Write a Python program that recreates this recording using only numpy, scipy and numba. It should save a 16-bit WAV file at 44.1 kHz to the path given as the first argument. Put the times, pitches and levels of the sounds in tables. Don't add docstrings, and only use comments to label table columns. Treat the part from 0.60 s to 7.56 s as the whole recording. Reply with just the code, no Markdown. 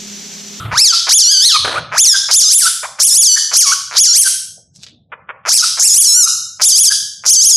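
import sys
import numpy as np
from scipy import signal
from scipy.fft import rfft, irfft
from scipy.io import wavfile
from scipy.ndimage import uniform_filter1d
from numba import njit

SR = 44100
rng = np.random.default_rng(int(sys.argv[2]) if len(sys.argv) > 2 else 0)


def log_audio(samples):
    frames = np.atleast_2d(samples).T
    limited = np.clip(frames, -1, 1)
    pcm = np.round(limited * 32767).astype(np.int16)
    wavfile.write(sys.argv[1], SR, pcm)


N = 306936
T = np.arange(N) / SR

# (frequency [Hz], gain [dB])
AIR_SPECTRUM = [(25, -37), (50, -17.5), (80, -2.5), (125, 0.5), (200, -7.5), (320, -21.5), (700, -15.5),
                (1500, -35.5), (5000, -43.5), (13000, -53)]
RINGING_SPECTRUM = [(400, -22.5), (900, -26), (1280, 4), (1700, -21.5), (2400, -21.5), (3500, -10),
                    (4500, -26.5), (8000, -27.5)]
# (peak time [s], level [dB], rise [s], t60 [s], centre [Hz])
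BUMPS_AND_HOOT = [(.005, -25, .004, 0.58, 111), (.032, -24.5, .006, 0.56, 104), (.13, -23, .008, 0.17, 114),
                  (1.02, -30.5, .02, 0.55, 103.6), (1.19, -33.5, .02, 1, 120.8),
                  (3.98, -53, .01, 0.32, 560), (4.19, -43, .012, 0.13, 147.4),
                  (4.325, -48.5, .03, 0.34, 227)]
BARK_SCRAPES = [(4.165, -43.5, 0.012, 0.11, 5550), (4.205, -48, .012, 0.14, 4780),
                (4.235, -33.5, 0.0063, 0.061, 4840), (4.265, -41.5, 0.0012, 0.25, 3780)]
# (delay [s], gain [dB])
LIMB_ECHOES = [(.0013, -26.5), (.0031, -21.5), (.0083, -14.5), (0.0148, -17.5)]
# (frequency [Hz], gain [dB], t60 [s])
TREE_SCATTER = [(300, -7.5, 0.21), (676, -5.5, 0.36), (1403, -14, 0.71), (2200, -12.5, 0.55),
                (3600, -9, 0.63), (4300, -12.5, 0.58), (6450, -19.5, 0.63), (9310, -16.5, 0.48),
                (12000, -20.5, 0.48)]
# (time [s], level [dB])
RASP_ENVELOPE = [(1.042, -57.5), (1.049, -14.5), (1.06, -24), (1.08, -21), (1.12, -21), (1.17, -22.5),
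                 (1.195, -24), (1.24, -87.5)]
# (frequency [Hz], gain [dB])
RASP_SPECTRUM = [(150, -22), (350, -12), (550, -5.5), (900, -9), (1500, -3), (2100, -15.5), (3500, -14.5),
                 (6000, -33), (9500, -24), (13000, -47.5)]
# (frequency [Hz], gain [dB])
THROAT_RESPONSE = [(200, -38.5), (420, -7.5), (600, 0.5), (800, 1.5), (1050, 8.5), (1300, 4.5), (1600, 3.5),
                   (1900, 3.5), (2350, 5.5), (2800, -3.5), (3500, -9.5), (4400, -47.5), (7000, -95.5)]
SHRIEK_RESPONSE = [(1200, -34.5), (2200, -23.5), (3000, 6), (3700, 4), (4400, 6.5), (5500, 9), (6900, 10),
                   (7600, 12), (8600, -6.5), (11000, -31.5)]
EDGE_RESPONSE = [(4000, -70.5), (6500, -24.5), (7700, -5), (8600, -11.5), (9400, -12), (10200, -9.5),
                 (10900, -15), (11600, -16), (12800, -29.5), (14000, -10.5)]
# (pitch [Hz], throat level at a sweep's top [dB], edge relative to shriek [dB])
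REGISTER_BALANCE = [(1050, -18, -11.5), (1500, -16.5, -14), (1985, -24.5, -4.5), (2560, -18, 0.5),
                    (3300, -14, 0.5)]
# (start [s], end [s], first pitch [Hz], last pitch [Hz], level [dB])
GRUNT_GLIDES = [(1.158, 1.19, 1150, 1550, -16.5), (2.231, 2.262, 480, 1250, -21.5),
                (4.52, 4.542, 281.2, 600, -26), (4.689, 4.712, 278.8, 600.4, -23.5)]
# (start [s], mouth opens [s], mouth shuts [s], end [s], creak pitch [Hz], creak level [dB],
# opening level [dB], opening mouth resonance [Hz], squeak pitch [Hz], squeak level [dB])
SCREECH_CALLS = [(.113, .177, .32, .342, 230, -17, -10, 4000, 1380, -12),
                 (.468, .493, .935, .968, 330, -19, -3, 4500, 1270, -8),
                 (1.317, 1.381, 1.538, 1.558, 220, -18, -12, 5000, 1600, -9),
                 (1.687, 1.712, 2.05, 2.082, 330, -21, 0, 4700, 1520, -12),
                 (2.387, 2.402, 2.757, 2.78, 280, -24, 5, 5400, 1850, -13),
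                 (2.912, 2.939, 3.052, 3.138, 230, -24, -6, 5200, 1560, -13),
                 (3.31, 3.369, 3.642, 3.68, 120, -26, -3, 3800, 1560, -18),
                 (4.852, 4.892, 5.02, 5.045, 280, -19, 2, 5300, 1480, -14),
                 (5.172, 5.197, 5.655, 5.679, 230, -26, 3, 6000, 1380, -17),
                 (5.995, 6.02, 6.297, 6.324, 200, -23, 1, 5000, 1720, -16),
                 (6.636, 6.664, 6.96, 6.99, 180, -27, 4, 5400, 1640, -25)]
# (top time [s], top pitch [Hz], rise [s], fall [s],
# held pitch [Hz], roundness [1 pointed, 2 bell], top level [dB], held level [dB],
# held throat level [dB], edge offset [dB], mouth resonance [Hz], roughness [0-1])
PITCH_SWEEPS = [(.226, 2698, .074, .056, 1324, 1.7, 6, 6, -28, -7, 5200, .35),
                (.562, 3539, .052, .042, 1328, 2.0, 10, 8, -42, -5, 5500, .15),
                (.718, 1699, .038, .031, 1494, 1.1, 6, -4, -34, -2, 5000, .25),
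                (.871, 2122, .04, .05, 1044, 1.6, 5, -8, -26, -3, 4050, .45),
                (1.423, 3546, .054, .039, 1826, 1.9, 7, 2, -30, -6, 5800, .22),
                (1.486, 1968, .019, .021, 1646, 1.2, 5, 7, -28, -3, 5600, .25),
                (1.777, 3645, .049, .037, 1215, 1.9, 15, 8, -27, -3, 5800, .3),
                (1.966, 3597, .043, .039, 1299, 2.0, 0, -5, -19, 11, 5600, .4),
                (2.458, 3437, .045, .027, 1638, 1.7, 1, 3, -45, 6, 6050, .4),
                (2.591, 3467, .036, .051, 1487, 2.0, 6, 6, -44, 0, 5900, .12),
                (2.989, 3361, .034, .033, 1092, 1.6, 6, 6, -20, -2, 6000, .35),
                (3.418, 3438, .048, .036, 1365, 2.0, 10, 3, -26, -7, 5900, .33),
                (3.601, 3280, .041, .028, 1530, 2.1, 1, 4, -25, 8, 5900, .45),
                (4.953, 2764, .047, .033, 1167, 1.6, 5, 7, -28, 2, 5700, .95),
                (5.261, 2793, .051, .025, 1598, 1.7, 2, 0, -44, 2, 6500, .5),
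                (5.396, 3402, .037, .036, 1314, 1.7, -5, 0, -40, 8, 6200, .25),
                (5.587, 1487, .042, .051, 1174, 2.3, 7, 5, -30, 6, 6300, .22),
                (6.07, 3644, .04, .029, 1535, 2.0, 9, 3, -40, 1, 5900, .3),
                (6.216, 3435, .037, .037, 1559, 2.3, 5, 5, -36, 2, 5900, .27),
                (6.722, 3313, .043, .023, 1527, 1.9, 12, 10, -42, -4, 6200, .2),
                (6.874, 3290, .037, .031, 1645, 2.2, 6, 10, -45, -3, 6400, .17)]
# (frequency [Hz], level [dB])
HUSH_THRESHOLD = [(60, -93.5), (200, -92.5), (400, -79), (1000, -70), (2500, -70), (5000, -72),
                  (12000, -80)]
TOP_HZ = 12900


def undb(db):
    return 10 ** (np.asarray(db) / 20)


def unit(x):
    return x / np.sqrt(np.mean(x ** 2))


def smooth(x, seconds):
    size = 2 * int(seconds * SR / 2) + 1
    return uniform_filter1d(uniform_filter1d(x, size, mode="nearest"), size, mode="nearest")


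def steady(x, seconds=0.0076):
    return x / np.sqrt(np.maximum(smooth(x ** 2, seconds), 0) + np.mean(x ** 2) / 10 ** 6)


def bell(t, rise, fall, roundness):
    return np.exp(-np.abs(t / np.where(t < 0, rise, fall)) ** roundness)


def colour(x, points, size=2048):
    hz, db = np.transpose(points)
    log_f = np.log(np.fft.rfftfreq(size, 1 / SR) + 1)
    log_gain = np.log(undb(np.interp(log_f, np.log(hz), db)))
    cepstrum = irfft(log_gain)[:size // 2]
    cepstrum[1:] *= 2
    return signal.fftconvolve(x, irfft(np.exp(rfft(cepstrum, size))))[:len(x)]


def noise(points):
    return unit(colour(rng.standard_normal(N), points))


def flutter(seconds):
    return unit(smooth(rng.standard_normal(N + SR), seconds)[SR // 2:SR // 2 + N])


@njit
def resonance(x, hz, width_hz):
    y, band, low = np.empty(len(x)), 0., 0.
    for i in range(len(x)):
        g, damping = np.tan(np.pi * hz[i] / SR), width_hz / hz[i]
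        v = (band + g * (x[i] + 1e-18 - low)) / (1 + g * (g + damping))
        band, low = 2 * v - band, low + 2 * g * v
        y[i] = damping * v
    return y


@njit
def follow(x, attack, release):
    out, envelope = np.empty(len(x)), 0.
    for i in range(len(x)):
        envelope += (x[i] - envelope) * (attack if x[i] > envelope else release)
        out[i] = envelope
    return out


def air(level_db=-56, breeze_db=1.5):
    breeze = undb(breeze_db * flutter(.08))
    return noise(AIR_SPECTRUM) * undb(level_db) * breeze


def ringing(level_db=-27, t60=0.64):
    return noise(RINGING_SPECTRUM) * undb(level_db) * np.exp(-np.log(1000) * T / t60)


def noise_bursts(rows, relative_width, grain_db):
    out = np.zeros(N)
    for peak_s, db, rise, t60, hz in rows:
        band = rng.standard_normal(N)
        for _ in range(2):
            band = resonance(band, np.full(N, float(hz)), float(hz * relative_width))
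        age = T - peak_s
        envelope = np.exp(np.minimum(age, 0) / rise - np.log(1000) * np.maximum(age, 0) / t60)
        out += undb(db) * unit(band) * envelope
    return out * undb(grain_db * flutter(0.00017))


def wood(x, build_s=.018, steepening=1.397):
    t = T[:SR]
    hz, db, t60 = np.transpose(TREE_SCATTER)
    log_f = np.log(np.fft.rfftfreq(SR, 1 / SR) + 1)
    spectrum = rfft(rng.standard_normal(SR))
    response = np.zeros(SR)
    for k, share in enumerate(np.eye(len(hz))):
        band = irfft(spectrum * np.interp(log_f, np.log(hz), share), SR)
        shape = (1 - np.exp(-(t / build_s) ** 2)) * np.exp(-np.log(1000) * (t / t60[k]) ** steepening)
        response += undb(db[k]) * band * shape / np.sqrt(np.sum(shape ** 2))
    for delay, echo_db in LIMB_ECHOES:
        response[int(delay * SR)] += undb(echo_db)
    return x + signal.fftconvolve(x, response)[:N]


def rasp(rattle_db=3):
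    times, db = np.transpose(RASP_ENVELOPE)
    sounding = (T > times[0]) & (T < times[-1])
    return noise(RASP_SPECTRUM) * undb(np.interp(T, times, db) + rattle_db * flutter(0.0048)) * sounding


def grunt(t, row, rough=.45, mouth_hz=5500, leak_db=-36, edge_db=-25):
    start, end, first_hz, last_hz, db = row
    pitch = first_hz * (last_hz / first_hz) ** ((t - start) / (end - start))
    return np.broadcast_arrays(pitch, rough, mouth_hz, db, db + leak_db, edge_db)


def screech(t, row, creak_rough=.707, swell_db_per_s=39.5, leak_db=(-44.5, -13.5), shut_db=-14.5,
            mouth_sag=.94, squeak_s=.018, squeak_rough=.6, slack_s=.0046, slack_octaves=.15):
    start, opens, shuts, end, creak_hz, creak_db, opening_db, opening_hz, squeak_hz, squeak_db = row
    register_hz, register_throat, register_edge = np.transpose(REGISTER_BALANCE)
    opening_throat_db = creak_db - 4.5
    opening = [creak_hz, opening_db, opening_throat_db, 0, opening_hz, creak_rough]
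    state = np.outer(opening, np.ones(len(t)))
    for (top_s, top_hz, rise, fall, held_hz, roundness,
         top_db, held_db, throat_db, edge_db, mouth_hz, roughness) in PITCH_SWEEPS:
        if start < top_s < end:
            top_throat_db = np.interp(top_hz, register_hz, register_throat)
            top = np.c_[[top_hz, top_db, top_throat_db, edge_db, mouth_hz, roughness]]
            held = np.c_[[held_hz, held_db, throat_db, edge_db, mouth_hz * mouth_sag, roughness]]
            state = np.where(t < top_s, state, held)
            state = state + (top - state) * bell(t - top_s, rise, fall, roundness)
    pitch, shriek, throat, edge, mouth, rough = state
    pitch = pitch + (creak_hz - pitch) * bell(t - start, .015, .015, 4)
    throat = np.where(t < opens, creak_db + swell_db_per_s * (t - (start + opens) / 2), throat)
    shriek = np.where(t < shuts, shriek, shut_db)
    shriek = np.where(t < opens, np.interp(t, [start, opens], leak_db), shriek)
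    edge = edge + np.interp(pitch, register_hz, register_edge)
    squeak = bell(t - end + .008, squeak_s, squeak_s, 4)
    rough = rough + (squeak_rough - rough) * squeak
    throat = throat + (squeak_db - throat) * squeak
    pitch = pitch + (squeak_hz - pitch) * bell(t - end + .011, .008, .016, 2)
    pitch = pitch * 2 ** (-slack_octaves * np.exp((t - end) / slack_s))
    return pitch, rough, mouth, throat, shriek, edge


def articulation():
    calls = [(row[0], row[3], screech, row) for row in SCREECH_CALLS]
    calls += [(row[0], row[1], grunt, row) for row in GRUNT_GLIDES]
    tracks, gate = np.zeros((6, N)), np.zeros(N)
    first = 0
    for start, end, gesture, row in sorted(calls, key=lambda call: call[0]):
        last = min(int((end + .03) * SR), N)
        tracks[:, first:last] = gesture(np.clip(T[first:last], start, end), row)
        gate[int(start * SR):int(end * SR)] = 1
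        first = last
    return tracks, gate


def vocal_folds(pitch, rough, glide_s=.0016):
    pitch = smooth(pitch, glide_s) * np.exp(.006 * flutter(.004) + .007 * flutter(.009))
    pitch = pitch * np.exp(.035 * rough * flutter(.0005))
    slack_jitter = .005 + .11 * np.exp(-(pitch / 650) ** 2)
    pitch = pitch * np.exp(slack_jitter * flutter(.002))
    phase = 2 * np.pi * np.cumsum(pitch) / SR
    pulses = np.zeros(N)
    for k in range(1, int(TOP_HZ / pitch.min()) + 1):
        in_band = k * pitch < TOP_HZ + 1000
        pulses[in_band] += np.cos(k * phase[in_band])
    return steady(pulses) * (1 + .5 * rough * flutter(.0007)), phase


def voice(jaw_s=.0048, shimmer_db=2, doubling=.11, hiss_db=-12, mouth_width_hz=3000., fundamental_db=-12,
          pharynx_hz=1400., pharynx_width_hz=300., pharynx_db=4, throat_trim_db=-1):
    (pitch, rough, mouth_hz, throat_db, shriek_db, edge_db), gate = articulation()
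    rough = np.clip(rough, 0, 1)
    throat_db = smooth(throat_db, jaw_s) + throat_trim_db
    shriek_db = smooth(shriek_db, jaw_s) + shimmer_db * flutter(0.0095)
    pulses, phase = vocal_folds(pitch, rough)
    source = pulses * (1 + doubling * rough ** 2 * np.cos(phase / 2))
    source += undb(hiss_db) * rough * rng.standard_normal(N)
    mouth = colour(source, SHRIEK_RESPONSE)
    for _ in range(2):
        mouth = resonance(mouth, mouth_hz, mouth_width_hz)
    throat = colour(pulses + undb(fundamental_db) * np.cos(phase), THROAT_RESPONSE)
    throat += undb(pharynx_db) * resonance(throat, np.full(N, pharynx_hz), pharynx_width_hz)
    body = undb(throat_db) * steady(throat)
    shriek = undb(shriek_db) * steady(mouth)
    edge = undb(shriek_db + edge_db) * steady(colour(source, EDGE_RESPONSE))
    return (body + shriek + edge) * smooth(gate, .003)


def scene():
    animal = voice() + rasp() + noise_bursts(BARK_SCRAPES, relative_width=.77, grain_db=6)
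    background = ringing() + air() + noise_bursts(BUMPS_AND_HOOT, relative_width=.51, grain_db=2.5)
    mono = wood(animal) + background
    return np.array([mono, mono])


def suppress(x, size=1024):
    hz, _, spectrum = signal.stft(x, SR, nperseg=size)
    power = uniform_filter1d(np.abs(spectrum) ** 2, size=7, axis=-2)
    power = uniform_filter1d(power, size=3, axis=-1).clip(0)
    threshold = undb(np.interp(hz, *np.transpose(HUSH_THRESHOLD)))[:, None] ** 2
    return signal.istft(spectrum * power / (power + threshold), SR, nperseg=size)[1][:, :N]


def record(dry, ceiling=0.82, attack_s=.0001, release_s=0.013):
    envelope = follow(np.abs(dry).max(axis=0), min(1 / (attack_s * SR), 1.), 1 / (release_s * SR))
    limited = np.clip(dry * ceiling / np.maximum(envelope, ceiling), -ceiling, ceiling)
    low_pass = signal.ellip(10, .2, 80, TOP_HZ, fs=SR, output="sos")
    return signal.sosfilt(low_pass, suppress(limited))


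dry = scene()
out = record(dry)
log_audio(out)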